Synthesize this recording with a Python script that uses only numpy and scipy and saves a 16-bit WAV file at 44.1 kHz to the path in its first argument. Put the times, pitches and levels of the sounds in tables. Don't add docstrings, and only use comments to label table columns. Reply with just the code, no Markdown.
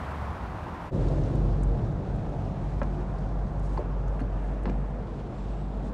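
import sys
import numpy as np
from scipy import signal
from scipy.fft import rfft, irfft, next_fast_len
from scipy.io import wavfile
from scipy.ndimage import uniform_filter1d

SR = 44100
rng = np.random.default_rng(int(sys.argv[2]) if len(sys.argv) > 2 else 0)


def to_wav(sig):
    pcm = np.clip(np.atleast_2d(sig), -1, 1) * 32767
    pcm = np.round(pcm).astype(np.int16)
    wavfile.write(sys.argv[1], SR, pcm.T)


N = 261513

# (from [Hz], to [Hz])
TRAFFIC_ZONES = [(50, 200), (250, 500), (700, 2000), (4500, 11000)]
# (time [s], deck rumble [dB], hollow boom [dB], tyre roar [dB], hiss [dB])
EDGE_LEVELS = [(0, -38.5, -47, -40.5, -64.5), (.88, -38.5, -47, -42.3, -68)]
# (frequency [Hz], relative level [dB])
EDGE_COLOUR = [(20, -45), (35, -15), (55, -14), (72, -5.5), (100, -9.5), (140, -13), (250, -16.5),
               (400, -21), (1000, -21.5), (2000, -36), (4000, -54), (7000, -64.5), (12000, -71.5),
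               (15700, -80)]
# (frequency [Hz], relative level [dB])
DECK_COLOUR = [(20, -18.5), (38, -1.5), (75, -4), (115, -0.5), (150, 0), (200, -8), (300, -13.5),
               (700, -17), (1500, -31.5), (3000, -49), (5000, -60), (8000, -66), (10800, -75),
               (11150, -78.5)]
# (start [s], end [s], first pitch [Hz], last pitch [Hz], level [dB])
HUMS = [(0, 0.15, 70.7, 69.6, -36.5), (0.124, 0.366, 71.8, 69, -34), (0.36, 0.595, 57.9, 57.7, -37.5),
        (1.153, 1.613, 113.2, 111.2, -38), (1.656, 2.01, 117.5, 119.3, -37), (0.916, 0.99, 375.4, 354, -40),
        (1.68, 1.774, 470, 463, -40.5), (2.894, 3.037, 356, 357, -41.5)]
# (time [s], level [dB])
FIRING_LEVEL = [(0.93, -36), (1.05, -23.5), (1.27, -38), (1.4, -26), (1.72, -24), (1.82, -43), (2.2, -36),
                (2.38, -36), (2.54, -44), (2.81, -30), (3.27, -34), (3.39, -27), (3.54, -33), (3.74, -27),
                (3.84, -33.5), (3.96, -28), (4.8, -29.5), (5.03, -37), (5.12, -34), (5.2, -38), (5.25, -36),
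                (5.31, -47), (5.39, -31.5), (5.46, -36), (5.51, -29), (5.585, -35), (5.63, -33),
                (5.7, -31.5), (5.93, -34)]
# (time [s], firing rate [Hz], base level of the overtones [dB])
MOTOR_RUN = [(.93, 46.6, -26.5), (1.9, 48.07, -31.5), (4.2, 48.63, -36.5), (5.6, 49.45, -34.5)]
# (multiple of the firing rate, level against the base at 5 s [dB], drift [dB/s])
MOTOR_OVERTONES = [(2, -15, -0.5), (3, -12, -1.5), (4, -12.5, 1.5), (5, -22, 2.5), (6, -22.5, -0.5),
                   (7, -31, -3.5), (9, -27.5, 1)]
# (time [s], peak level [dB], centre [Hz], width [octaves])
TICKS = [(.947, -56, 5400, .25), (1.082, -49, 4000, .3), (1.084, -48, 6200, 0.56), (1.109, -55, 4300, .35),
         (1.235, -49.5, 5030, 0.64), (1.258, -52, 5500, 0.67), (1.353, -51, 6200, 0.92),
         (1.632, -42.5, 7600, 0.56), (1.789, -52, 2700, .4), (2.05, -55, 2800, .5), (2.16, -57, 8240, 0.76),
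         (2.29, -60, 7500, 0.41), (2.45, -58, 4780, 0.25), (2.64, -60, 7000, .7), (2.793, -56, 4900, .3),
         (3.125, -68, 9500, .4), (3.183, -51, 4400, 0.6), (3.184, -62, 8500, .5), (3.205, -60, 5500, 1),
         (3.285, -58, 4500, .8), (3.465, -57, 4300, .4), (3.594, -54, 7200, 1.1), (3.655, -57, 5000, 1),
         (3.692, -56, 4500, .8), (3.775, -47, 4400, .2), (4.079, -50.5, 5960, 0.58), (4.081, -67, 9800, .1),
         (4.196, -54, 5500, 1), (4.202, -59, 10000, .3), (4.215, -53, 4300, 0.13), (4.439, -66, 8800, .6),
         (4.633, -55, 7400, 0.67), (4.657, -50, 4470, 0.56), (4.696, -51, 4500, 1), (5.355, -70, 9800, .3),
         (5.77, -67, 8900, .3)]
# (time [s], level [dB], centre [Hz], narrowness [dB/octave^2],
# average time for the ring to fall 60 dB [s], contact time [s])
PADDLE_BLOWS = [(2.8163, -23, 860, 7, 0.036, 0.016), (2.8163, -35.5, 2200, 26, 0.016, 0.006),
                (2.821, -26, 215, 17, 0.059, 0.014), (2.832, -40.5, 3000, 1.5, 0.013, 0.0034),
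                (3.774, -40.5, 1790, 13, 0.02, 0.012), (3.776, -24.5, 940, 34, 0.03, 0.004),
                (3.783, -31, 345, 23, 0.073, 0.0057), (3.792, -25.5, 527, 14, 0.053, 0.053),
                (4.194, -39.5, 1750, 14, 0.021, 0.014), (4.205, -46, 2400, 4, 0.02, 0.006),
                (4.214, -24.5, 165, 7, 0.054, 0.0087), (4.215, -33, 595, 9, 0.03, 0.0049),
                (4.444, -51, 2090, 43, 0.037, .008), (4.656, -40, 2620, 11, 0.012, 0.034),
                (4.656, -26.5, 680, 3, 0.025, 0.019), (4.666, -23.5, 246, 12, 0.12, 0.013),
                (4.678, -28, 600, 8, 0.024, 0.014), (4.696, -38, 1400, 4, 0.027, 0.0047),
                (4.697, -23, 258, 8.5, 0.066, 0.022)]
# (pitch [Hz], relative level [dB], ring length [relative])
HULL_TONES = [(165, 0, .09), (210, 0, .09), (250, -1, .09), (300, -3, .08), (370, -2, .08), (480, -2, .07),
              (600, 0, .07), (730, -2, .06), (890, 0, .06), (1050, -2, .05), (1350, -3, .05),
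              (1720, -4, .05), (2060, -5, .04), (2430, -7, .04), (2800, -7, .04), (3500, -14, .03),
              (4400, -14, .03)]
# (start [s], end [s], upper frequency [Hz], level [dB])
RUSTLES = [(3.58, 3.818, 8160, -67.5), (4.953, 5.938, 3950, -66), (5.82, 5.902, 7650, -67.5)]
# (time [s], pitch [Hz], level [dB])
BIRD_PHRASES = [
    [(5.33, 7060, -88), (5.362, 7570, -81), (5.378, 7450, -78), (5.415, 7510, -79), (5.46, 7300, -84)],
    [(5.5, 7620, -83), (5.528, 7830, -78), (5.548, 7400, -80), (5.567, 7680, -79), (5.592, 7520, -77),
     (5.605, 7880, -78), (5.665, 7760, -83), (5.70, 7300, -82), (5.735, 7120, -84), (5.77, 6760, -85)],
]

PASSING_S = 1.396
STEADY_DB, STEADY_DRIFT_DB_PER_S = (-35, -45.5, -47, -70.5), (-1.18, 0.26, -0.33, -0.58)
HEAVY_DB = (-31, -38, -51, -68)
EARLY_FADE_DB_PER_S, LATE_FADE_DB_PER_S = 5, (4.4, 10.1, 1.27, 20)
FADE_OUT_S, FADE_IN_S = (0.882, 0.914), (0.906, 0.944)


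def undb(db):
    return 10 ** (np.asarray(db) / 20)


def columns(table):
    times, *cols = np.transpose(table)
    return [np.interp(np.arange(N) / SR, times, col) for col in cols]


def ramp(start, end):
    return np.clip((np.arange(N) / SR - start) / (end - start), 0, 1)


def swell(start, end):
    return np.sqrt(np.sin(np.pi * ramp(start, end)).clip(0))


def wobble(rate):
    hold = int(SR / rate)
    steps = np.repeat(rng.standard_normal(N // hold + 1), hold)
    return 1.282 * uniform_filter1d(uniform_filter1d(steps, hold), hold)[:N]


def bandpass(sound, low_hz, high_hz, order=2):
    return signal.sosfilt(signal.butter(order, [low_hz, high_hz], "band", fs=SR, output="sos"), sound)


def add(out, sound, start):
    i = int(start * SR)
    out[i:i + len(sound)] += sound[:len(out) - i]


def traffic(levels_db, colour, shared_db, flicker_db, grit_db):
    size = next_fast_len(N)
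    hz = np.maximum(np.arange(size // 2 + 1) * SR / size, 1)
    colour_hz, colour_db = np.transpose(colour)
    shape = undb(np.interp(np.log(hz), np.log(colour_hz), colour_db, right=-150))
    zone_db = [level - 10 * np.log10(2 * np.sum(shape[(hz > low) & (hz < high)] ** 2) / size)
               for level, (low, high) in zip(levels_db, TRAFFIC_ZONES)]
    zones = np.arange(len(TRAFFIC_ZONES))
    out, shared, grit = 0, wobble(24), wobble(120)
    for octave in np.arange(4, 14.6, .5):
        window = np.cos(np.pi * np.clip(np.log2(hz) - octave, -.5, .5))
        band = irfft(rfft(rng.standard_normal(size)) * shape * window, size)[:N]
        place = np.interp(octave, np.log2(TRAFFIC_ZONES).ravel(), zones.repeat(2))
        zone_weights = np.clip(1 - abs(place - zones), 0, 1)
        shared = .8 * shared + .6 * wobble(12)
        rough_db = place / 3 * (shared_db * shared + grit_db * grit)
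        out += undb(zone_weights @ zone_db + rough_db + flicker_db * wobble(3)) * band
    return out


def hums():
    out = 0
    for start, end, first_hz, last_hz, db in HUMS:
        hz = first_hz + (last_hz - first_hz) * ramp(start, end)
        strength = np.sqrt(2) * undb(db + 1.5 * wobble(23.55)) * swell(start, end)
        out += strength * np.sin(2 * np.pi * np.cumsum(hz) / SR)
    return out


def deck_levels():
    since = np.arange(N) / SR - PASSING_S
    levels = []
    for steady, drift, heavy, fade in zip(STEADY_DB, STEADY_DRIFT_DB_PER_S, HEAVY_DB, LATE_FADE_DB_PER_S):
        steady_power = undb(steady + drift * since) ** 2
        heavy_power = undb(heavy - np.where(since > 0, fade, EARLY_FADE_DB_PER_S) * since) ** 2
        levels.append(10 * np.log10(steady_power + heavy_power))
    return levels


def boat_motor():
    t = np.arange(N) / SR
    firing_hz, base_db = columns(MOTOR_RUN)
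    phase = 2 * np.pi * np.cumsum(firing_hz * (1 + 0.00726 * wobble(10))) / SR
    overtones = 0
    for multiple, db, drift in MOTOR_OVERTONES:
        strength = undb(base_db + db + drift * (t - 5) + 3.2 * wobble(3.7))
        overtones += strength * np.sin(multiple * phase + rng.uniform(0, 2 * np.pi))
    firing_db = columns(FIRING_LEVEL)[0] + 0.7 * wobble(6.43) + 0.5 * wobble(27)
    return np.sqrt(2) * (undb(firing_db) * np.sin(phase) + overtones)


def crackles(per_second=24, fade_s=0.011):
    kicks = (rng.random(N) < per_second / SR) * rng.standard_normal(N)
    bursts = signal.lfilter([1], [1, -np.exp(-np.log(1000) / (fade_s * SR))], kicks)
    return undb(-69) * bandpass(bursts * rng.standard_normal(N), 2500, 9000)


def ticks(rise_s=0.002, fade_s=0.032):
    out, t = np.zeros(N), np.arange(int(.1 * SR)) / SR
    envelope = np.minimum(t / rise_s, 1) * np.exp(-np.log(1000) * t / fade_s)
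    for start, db, hz, octaves in TICKS:
        reach = 2 ** (octaves / 2)
        tick = envelope * bandpass(rng.standard_normal(len(t)), hz / reach, hz * reach)
        add(out, undb(db) * tick / np.max(abs(tick)), start)
    return out


def paddle_knocks():
    out, t = np.zeros(N), np.arange(int(.3 * SR)) / SR
    hz, tone_db, ring_length = np.transpose(HULL_TONES)[:, :, None]
    for start, db, centre_hz, narrowness, ring_s, contact_s in PADDLE_BLOWS:
        decay = np.exp(-np.log(1000) * t / (ring_s * ring_length / ring_length.mean()))
        strength = undb(tone_db - narrowness * np.log2(hz / centre_hz) ** 2)
        tones = strength * decay * np.sin(2 * np.pi * hz * t)
        push = rng.standard_normal(len(t)) * np.exp(-t / contact_s)
        push[0] += .8 * np.sqrt(contact_s * SR)
        reach = 2 ** np.sqrt(6 / narrowness)
        push = bandpass(push, centre_hz / reach, centre_hz * min(reach, 2.1), order=4)
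        ring = signal.fftconvolve(push, tones.sum(axis=0))[:len(t)]
        blow = ring / np.max(abs(ring)) + push / np.max(abs(push))
        loudest_power = np.max(uniform_filter1d(blow ** 2, size=300))
        add(out, undb(db) * blow / np.sqrt(2 * loudest_power), start)
    return out


def rustles():
    out = 0
    for start, end, hz, db in RUSTLES:
        noise = bandpass(rng.standard_normal(N), hz / 2.4, hz * 1.03)
        out += undb(db + 2.2 * wobble(90)) * swell(start, end) * noise / noise.std()
    return out


def bird(fade_s=.015):
    out = 0
    for phrase in BIRD_PHRASES:
        hz, db = columns(phrase)
        start, end = phrase[0][0], phrase[-1][0]
        gate = ramp(start - fade_s, start) * (1 - ramp(end, end + fade_s))
        phase = 2 * np.pi * np.cumsum(hz * (1 + .003 * wobble(120))) / SR
        out += np.sqrt(2) * undb(db + 2.2 * wobble(60)) * gate * np.sin(phase)
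    return out


def scene():
    edge = traffic(columns(EDGE_LEVELS), EDGE_COLOUR, shared_db=.6, flicker_db=.3, grit_db=.6)
    deck = traffic(deck_levels(), DECK_COLOUR, shared_db=1, flicker_db=.8, grit_db=.6)
    motor = boat_motor()
    treble_limit = signal.ellip(8, .5, 60, 11300, fs=SR, output="sos")
    canoe = signal.sosfilt(treble_limit, paddle_knocks() + ticks() + crackles() + rustles())
    first = edge * (1 - ramp(*FADE_OUT_S))
    second = (deck + motor + canoe) * ramp(*FADE_IN_S)
    return (first + second + hums() + bird())[None]


def record(dry, top_hz=15700):
    return signal.sosfilt(signal.ellip(8, .2, 70, top_hz, fs=SR, output="sos"), dry)


dry = scene()
out = record(dry)
to_wav(out)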